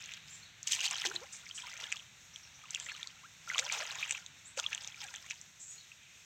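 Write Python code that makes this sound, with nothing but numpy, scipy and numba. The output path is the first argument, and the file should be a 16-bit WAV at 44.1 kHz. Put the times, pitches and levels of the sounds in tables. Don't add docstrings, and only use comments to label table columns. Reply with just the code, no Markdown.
import sys
import numpy as np
from scipy import signal
from scipy.fft import rfft, irfft
from scipy.io import wavfile
from scipy.ndimage import uniform_filter1d
from numba import njit

SR = 44100
rng = np.random.default_rng(int(sys.argv[2]) if len(sys.argv) > 2 else 0)


def to_wav(s):
    ch = np.atleast_2d(s).T
    pcm = np.round(np.clip(ch, -1, 1) * 32767)
    wavfile.write(sys.argv[1], SR, pcm.astype(np.int16))


N = 275625
TIME = np.arange(N) / SR


def undb(db):
    return 10 ** (np.asarray(db) / 20)


def unit(x):
    return x / np.sqrt(np.mean(x ** 2))


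def add(out, start_s, x):
    i = max(int(start_s * SR), 0)
    out[i:i + len(x)] += x[:max(len(out) - i, 0)]


def blend(a, b, share):
    return np.sqrt(1 - share) * a + np.sqrt(share) * b


def colour(x, points):
    hz, db = np.transpose(points)
    size = 4096
    f = np.maximum(np.arange(size // 2 + 1) * SR / size, 1)
    cepstrum = irfft(np.log(undb(np.interp(np.log(f), np.log(hz), db))))
    cepstrum[1:size // 2] *= 2
    cepstrum[size // 2 + 1:] = 0
    return signal.fftconvolve(x, irfft(np.exp(rfft(cepstrum))))[:len(x)]


def noise(spectrum):
    return unit(colour(rng.standard_normal(N), spectrum))


def wander(rate_hz):
    hold = max(int(SR / rate_hz), 2)
    stairs = np.repeat(rng.standard_normal(N // hold + 1), hold)
    return unit(uniform_filter1d(stairs, hold)[:N])


@njit
def ring(start_s, hz, t60_s, gain, glide, attack_s):
    out = np.zeros(N)
    for k in range(len(start_s)):
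        first, phase = int(start_s[k] * SR), 0.
        for i in range(min(int(t60_s[k] * SR), N - first)):
            t = i / SR
            phase += 2 * np.pi * hz[k] * (1 + glide[k] * t / t60_s[k]) / SR
            onset = np.sin(np.pi / 2 * min(t / attack_s, 1.)) ** 2
            decay = np.exp(-6.91 * max(t - attack_s, 0.) / t60_s[k])
            out[first + i] += gain[k] * onset * decay * np.sin(phase)
    return out


def scatter(x, t60_s, return_db):
    t = TIME[:SR // 2]
    tail = rng.standard_normal(len(t)) * undb(-60 * t / t60_s) * (1 - np.exp(-t / 0.00087))
    return x + undb(return_db) * signal.fftconvolve(x, tail / np.sqrt(np.sum(tail ** 2)))[:N]


def field():
    # f/Hz, level/dB
    rustle_spectrum = [(20, -51), (45, -10), (70, -1), (110, 1.5), (155, 1.5), (200, -4), (250, -11),
                       (450, -17.5), (720, -13), (1100, -11.5), (1550, -5.5), (2100, -3.5), (2550, -2),
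                       (3100, -7), (3700, -2), (4500, -11.5), (6000, -42), (10000, -74)]
    # f/Hz, level/dB
    hiss_spectrum = [(3500, -10), (4700, -8.5), (5600, 2), (6500, 4.5), (7400, -0.5), (8500, -7),
                     (9300, -25.5), (10500, -20), (12500, -15.5), (15800, -20)]
    rustle_db = -60.5 + np.interp(TIME, [0, 2.2, 5.0, 5.6], [3.0, -0.3, 1.0, -3])
    rustle = noise(rustle_spectrum) * undb(rustle_db + .5 * wander(23.4))
    flicker_db = 1.3 * wander(14)
    hiss = noise(hiss_spectrum) * undb(-63 + flicker_db)
    side = noise([(100, 10.5), (1000, 0), (4500, -5.5), (7000, -3), (15000, 8.5)])
    return rustle + hiss + undb(-79) * side * np.array([[1], [-1]])


def birds(buzz_hz=130, rasp=0.91):
    # t/s, length/s, mid f/Hz, rise/Hz, relative level/dB, buzz depth/Hz
    chirps = [(0.279, 0.097, 7330, -100, -52, 200), (1.322, 0.019, 7270, 1696, -41.5, 770),
              (1.541, 0.036, 7000, -500, -43, 780), (2.33, 0.024, 5720, 200, -52.5, 298),
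              (2.426, 0.025, 5640, -100, -53.5, 140), (2.536, 0.043, 6020, 143, -56.5, 280),
              (2.781, 0.1, 7330, -10, -51, 252), (4.438, .055, 7580, 1896, -52, 220),
              (5.589, 0.062, 7200, -100, -47, 450), (5.646, 0.086, 7720, 700, -52.5, 120),
              (5.678, 0.057, 6810, 203, -46, 120), (5.967, .25, 2555, 35, -66, 155)]
    # t/s, relative level/dB
    calls = [(0.424, -53.5), (2.909, -50), (5.776, -52.5)]
    # delay/s, length/s, mid f/Hz, rise/Hz
    call_notes = [(0, 0.0165, 4280, 420), (0.026, 0.0118, 3925, 580)]
    clean_notes = [(s + delay_s, *note, db, 0) for s, db in calls for delay_s, *note in call_notes]
    out, flutter = np.zeros(N), wander(2500)
    for start_s, length_s, mid_hz, rise_hz, db, depth_hz in chirps + clean_notes:
        t = TIME[:int(length_s * SR)]
        buzz = np.sin(2 * np.pi * buzz_hz * t) + rasp * flutter[int(start_s * SR):][:len(t)]
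        hz = mid_hz + rise_hz * (t / length_s - .5) + depth_hz * buzz
        whistle = np.sin(2 * np.pi * np.cumsum(hz) / SR)
        add(out, start_s, undb(db - 2) * signal.windows.tukey(len(t), .6) * whistle)
    return out


def swell(start_s, length_s, attack_s, release_s, trickle_db=-14.5, trickle_s=0.11):
    after_s = np.maximum(TIME - start_s - length_s, 0)
    tail = np.maximum(np.exp(-after_s / release_s), undb(trickle_db) * np.exp(-after_s / trickle_s))
    return 10 ** (np.minimum(TIME - start_s, 0) / attack_s) * tail


def stirring(arch_db=5.5, sag_db=3):
    # t/s, length/s, churn/dB, splash/dB, spray/dB
    strides = [(0.01, 0.16, -69, -51.5, -56.5), (0.287, 0.054, -78, -58.5, -53),
               (0.693, 0.37, -52, -44, -45), (1.327, 0.18, -63, -59, -57), (1.588, 0.38, -55.5, -50, -56),
               (2.354, 0.87, -66, -64.5, -66.5), (2.717, 0.31, -56.5, -51.5, -54.5),
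               (3.494, 0.67, -48, -46, -49.5), (4.642, .25, -53.5, -51.5, -55),
               (4.975, 0.34, -61.5, -56.5, -56.5), (5.713, 0.56, -94, -65, -70)]
    # t/s, length/s, churn/dB, splash/dB, spray/dB
    plunges = [(0.672, 0.0047, -66, -46, -34.5), (0.716, 0.026, -72, -50, -33),
               (0.836, 0.023, -44, -39.5, -38.5), (0.92, .02, -40.5, -42, -58),
               (1.052, 0.0064, -33.5, -35, -37), (1.06, 0.0092, -39, -44, -39),
               (1.143, 0.018, -47, -45.5, -49), (1.215, 0.033, -53.5, -78, -75),
               (1.794, 0.041, -48, -49, -52.5), (2.891, 0.017, -57, -45, -61),
               (3.585, 0.011, -39, -38, -41), (3.728, 0.023, -36.5, -38.5, -39.5),
               (3.775, .02, -39.5, -42.5, -44.5), (3.806, 0.018, -36.5, -42, -49.5),
               (4.007, 0.017, -53, -42, -47), (4.574, 0.011, -44, -41.5, -43.5),
               (4.591, 0.0076, -39.5, -41, -43.5), (4.721, 0.014, -61, -45, -58),
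               (5.022, 0.023, -53, -48, -48), (5.14, 0.011, -59, -46, -65),
               (5.305, 0.0097, -65, -45.5, -46.5)]
    power = np.full((3, N), 1e-12)
    for start_s, length_s, churn_db, splash_db, spray_db in strides:
        progress = np.clip((TIME - start_s) / length_s, 0, 1)
        levels_db = [churn_db - arch_db * (2 * progress - 1) ** 2,
                     np.full(N, splash_db),
                     spray_db - sag_db * progress]
        power += (undb(levels_db) * swell(start_s, length_s, attack_s=0.05, release_s=0.043)) ** 2
    for start_s, length_s, *levels_db in plunges:
        envelope = swell(start_s, length_s, attack_s=length_s, release_s=.6 * length_s)
        power += np.outer(undb(levels_db), envelope) ** 2
    return 10 * np.log10(power)


def gurgles(rate_hz=50, low_hz=950, high_hz=3200, t60_s=0.0444):
    when, pitch, size, direction = rng.random((int(rate_hz * N / SR), 4)).T
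    hz = low_hz * (high_hz / low_hz) ** pitch
    glide = 0.58 * (1.52 * direction - .5)
    notes = ring(when * N / SR, hz, np.full(len(hz), t60_s), 0.2 + size, glide, attack_s=0.0042)
    churn_db, splash_db, _ = stirring()
    level_db = np.minimum((churn_db + splash_db) / 2, -51) - 6
    return unit(notes) * undb(level_db)


def gulps(wobble=0.023, rough_db=2.5):
    # t/s, length/s, start f/Hz, end f/Hz, relative level/dB, overtone/dB
    pockets = [(0.911, 0.031, 854, 1370, -38, -11), (1.051, 0.006, 443, 384, -32, -16),
               (1.066, 0.061, 338, 417, -35.5, -26), (1.138, 0.085, 346, 368, -47.5, -9),
               (1.212, 0.036, 390, 660, -39, -5), (1.635, 0.029, 1030, 925, -42, -15),
               (2.636, 0.031, 1240, 1050, -44, -32), (3.232, 0.034, 948, 1695, -41, -8),
               (3.519, 0.028, 1534, 1320, -35.5, -17), (3.546, 0.014, 960, 1200, -34.5, 4),
               (3.589, 0.105, 486, 623, -44, -22), (3.623, 0.0099, 1340, 1860, -30.5, -29),
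               (3.810, 0.032, 518, 750, -37, -11), (4.574, 0.0228, 502, 654, -33, -20),
               (5.02, 0.053, 891, 690, -46, -13)]
    out, unrest, flutter = np.zeros(N), wander(250), undb(rough_db * wander(300))
    for start_s, length_s, start_hz, end_hz, db, overtone_db in pockets:
        progress = np.linspace(0, 1, int(length_s * SR))
        span = slice(int(start_s * SR), int(start_s * SR) + len(progress))
        hz = (start_hz + (end_hz - start_hz) * progress) * (1 + wobble * unrest[span])
        phase = 2 * np.pi * np.cumsum(hz) / SR
        tone = np.sin(phase) + undb(overtone_db) * np.sin(1.9 * phase)
        envelope = signal.windows.tukey(len(progress), .2) * np.exp(-progress) * flutter[span]
        add(out, start_s, undb(db - 7.5) * envelope * tone)
    return out


def bubbles(t60_cycles=32, rise=0.075):
    # t/s, f/Hz, peak level/dB
    lone_bubbles = [(0.7319, 3000, -21.5), (0.7915, 2760, -26.5), (0.8109, 2800, -23.5),
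                    (0.8774, 3000, -25), (0.9564, 3040, -27.5), (0.9988, 5200, -28.5), (1.041, 1930, -28),
                    (1.1136, 1490, -32), (1.1617, 3890, -21), (1.4655, 2180, -38), (1.511, 3120, -31.5),
                    (1.7326, 2140, -37), (2.7583, 2670, -26.5), (2.865, 1920, -35.5), (2.8962, 2330, -32),
                    (2.9173, 1690, -34.5), (3.4753, 1360, -38), (3.5002, 2010, -24), (3.515, 1500, -30.5),
                    (3.546, 2920, -25.5), (3.5577, 1133, -30.5), (3.6984, 2280, -24), (3.822, 1730, -32),
                    (4.0273, 2500, -24.5), (4.031, 2400, -23), (4.591, 1420, -32), (4.64, 2750, -30),
                    (4.6633, 3320, -20), (4.721, 1770, -35.5), (4.944, 2380, -38), (5.9173, 2560, -40)]
    start_s, hz, db = np.transpose(lone_bubbles)
    return ring(start_s, hz, t60_cycles / hz, undb(db), np.full(len(hz), rise), attack_s=0.0011)


def snaps(cavity_t60_s=0.0046, ping_centre_hz=6300, ping_t60_s=0.0015, crack_s=0.00017, patter_s=0.0021):
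    # t/s, cavity f/Hz, relative cavity and tick levels/dB
    wet_snaps = [(0.059, 2630, -51, -32.5), (0.092, 2550, -35, -55), (0.1177, 2540, -34.5, -55),
                 (0.1375, 3620, -34.5, -32), (0.6297, 3640, -52, -24), (0.673, 4300, -37, -20),
                 (0.676, 2820, -27.5, -25), (0.6817, 2770, -40, -20), (0.7215, 3670, -24, -15.5),
                 (0.7503, 2700, -34, -23), (0.806, 3350, -28, -24), (0.8548, 3980, -22, -22.5),
                 (0.8642, 4480, -25, -25), (0.9106, 2720, -28, -19.5), (1.0185, 3050, -24.5, -39),
                 (1.0518, 1890, -39, -29), (1.0594, 4260, -23, -43), (1.0645, 3060, -21.5, -27),
                 (1.0705, 3630, -31, -24.5), (1.366, 2200, -62, -35), (1.4913, 4670, -37.5, -42),
                 (1.9193, 2480, -29, -27.5), (1.9247, 2510, -19.5, -20.5), (2.3602, 3240, -33, -39),
                 (2.707, 2120, -55, -25.5), (2.7477, 3280, -23.5, -21.5), (2.7996, 3220, -35, -27.5),
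                 (3.03, 3580, -26.5, -36), (3.0729, 4200, -31.5, -30.5), (3.5817, 3380, -18.5, -19),
                 (3.5899, 2220, -19.5, -18), (3.5945, 3800, -25, -16), (3.7234, 4300, -29, -22),
                 (3.909, 3940, -28, -71), (4.0952, 2670, -30, -32), (4.1091, 2500, -22.5, -15.5),
                 (4.1227, 2750, -36, -21), (4.263, 3640, -35.5, -33.5), (4.576, 2550, -31, -26),
                 (4.5982, 3330, -24, -21), (4.7304, 2570, -22.5, -33), (4.7482, 3280, -29, -23),
                 (4.7787, 2960, -29.5, -47), (4.8463, 3500, -32.5, -32), (4.875, 2580, -40, -25.5),
                 (5.1405, 1750, -36.5, -32.5), (5.16, 3060, -41, -31), (5.3089, 2470, -24.5, -27.5),
                 (5.4139, 3480, -71, -31)]
    # f/Hz, level/dB
    tick_spectrum = [(150, -70), (800, -47), (2500, -17), (4600, -6.5), (6300, 11.5), (7300, -15),
                     (8400, -7), (9700, -36), (12500, -27.5), (15800, -40)]
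    start_s, cavity_hz, cavity_db, tick_db = np.transpose(wet_snaps)
    each = np.ones(len(start_s))
    cavities = ring(start_s - .0004, cavity_hz, cavity_t60_s * each, undb(cavity_db + 1.5),
                    glide=0.029 * each, attack_s=0.000756)
    ping_hz = ping_centre_hz * rng.uniform(0.904, 1.073, len(start_s))
    pings = ring(start_s, ping_hz, ping_t60_s * each, undb(tick_db - 0.5),
                 glide=0.25 * each, attack_s=0.000605)
    out = cavities + pings
    t = TIME[:SR // 50]
    envelope = (1 - np.exp(-t / 0.00027)) * (np.exp(-t / crack_s) + undb(-20) * np.exp(-t / patter_s))
    for s, db in zip(start_s, tick_db):
        tick = unit(colour(rng.standard_normal(len(t)) * envelope, tick_spectrum))
        add(out, s, tick * undb(db - 25))
    return out


def froth(spectrum, rate_hz, low_hz, high_hz, t60_cycles, spread_db):
    when, pitch, size, life, rise = rng.random((int(rate_hz * N / SR), 5)).T
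    hz = low_hz * (high_hz / low_hz) ** pitch
    t60_s = t60_cycles * (.5 + life) / hz
    gain = undb(spread_db * size ** 3)
    swarm = ring(when * N / SR, hz, t60_s, gain, glide=.5 * rise - .1, attack_s=2 / high_hz)
    wash = .25 * rng.standard_normal(N)
    return unit(colour(unit(swarm) + wash, spectrum))


def wading():
    # f/Hz, level/dB
    churn_eq = [(120, -76), (260, -18.5), (400, -16.5), (540, -13), (900, -2.5), (1300, -3), (1900, 3.5),
                (3000, -25), (9000, -67)]
    # f/Hz, level/dB
    splash_eq = [(200, -72), (700, -21), (1400, -14), (2000, -5), (2600, 1), (3700, 1.5), (4600, -12.5),
                 (6000, -16), (9000, -55)]
    # f/Hz, level/dB
    spray_eq = [(300, -58), (2500, -5.5), (4600, -9), (5400, -6), (6400, -2.5), (7200, -6.5), (8300, -12),
                (9000, -20.5), (9800, -30.5), (12500, -26), (15800, -32)]
    # f/Hz, level/dB
    mist_eq = [(4000, -48), (10000, -4), (12500, 3.5), (14000, -2), (15600, 6.5)]
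    churn_db, splash_db, spray_db = stirring()
    churn = froth(churn_eq, rate_hz=380, low_hz=466, high_hz=1610, t60_cycles=18.3, spread_db=4.5)
    churn *= undb(churn_db - 8)

    vigour = np.clip((splash_db + 53) / 20, .08, .55)
    brushing = np.clip((splash_db - churn_db - 11) / 9, 0, .95)
    sparse = froth(splash_eq, rate_hz=330, low_hz=1188, high_hz=4700, t60_cycles=30.5, spread_db=15)
    fizz = froth(splash_eq, rate_hz=2400, low_hz=1363, high_hz=5340, t60_cycles=10, spread_db=6.7)
    splash = blend(sparse, fizz, np.maximum(vigour, brushing)) * undb(splash_db - 1.5)

    merged = np.clip((spray_db + 49) / 16, .1, .9)
    drops = froth(spray_eq, rate_hz=900, low_hz=3980, high_hz=10240, t60_cycles=24, spread_db=23.4)
    swish = noise(spray_eq)
    spray = blend(drops, swish, merged) * undb(spray_db + 0.1)
    mist = froth(mist_eq, rate_hz=640, low_hz=10600, high_hz=12900, t60_cycles=5.5, spread_db=14)
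    mist *= undb(np.minimum(spray_db, -47) - 20.5)

    spurts = undb(1.9 * wander(140) - .3)
    return (churn + splash + spray + mist) * spurts


def scene():
    steps = wading() + snaps() + bubbles() + gulps() + gurgles()
    near_steps = scatter(steps, t60_s=0.064, return_db=-13.5)
    far_birds = scatter(birds(), t60_s=0.28, return_db=1.5)
    return near_steps + far_birds + field()


def record(dry):
    cutoff_hz = 15850
    return signal.sosfilt(signal.ellip(10, .2, 60, cutoff_hz, fs=SR, output="sos"), dry)


dry = scene()
out = record(dry)
to_wav(out)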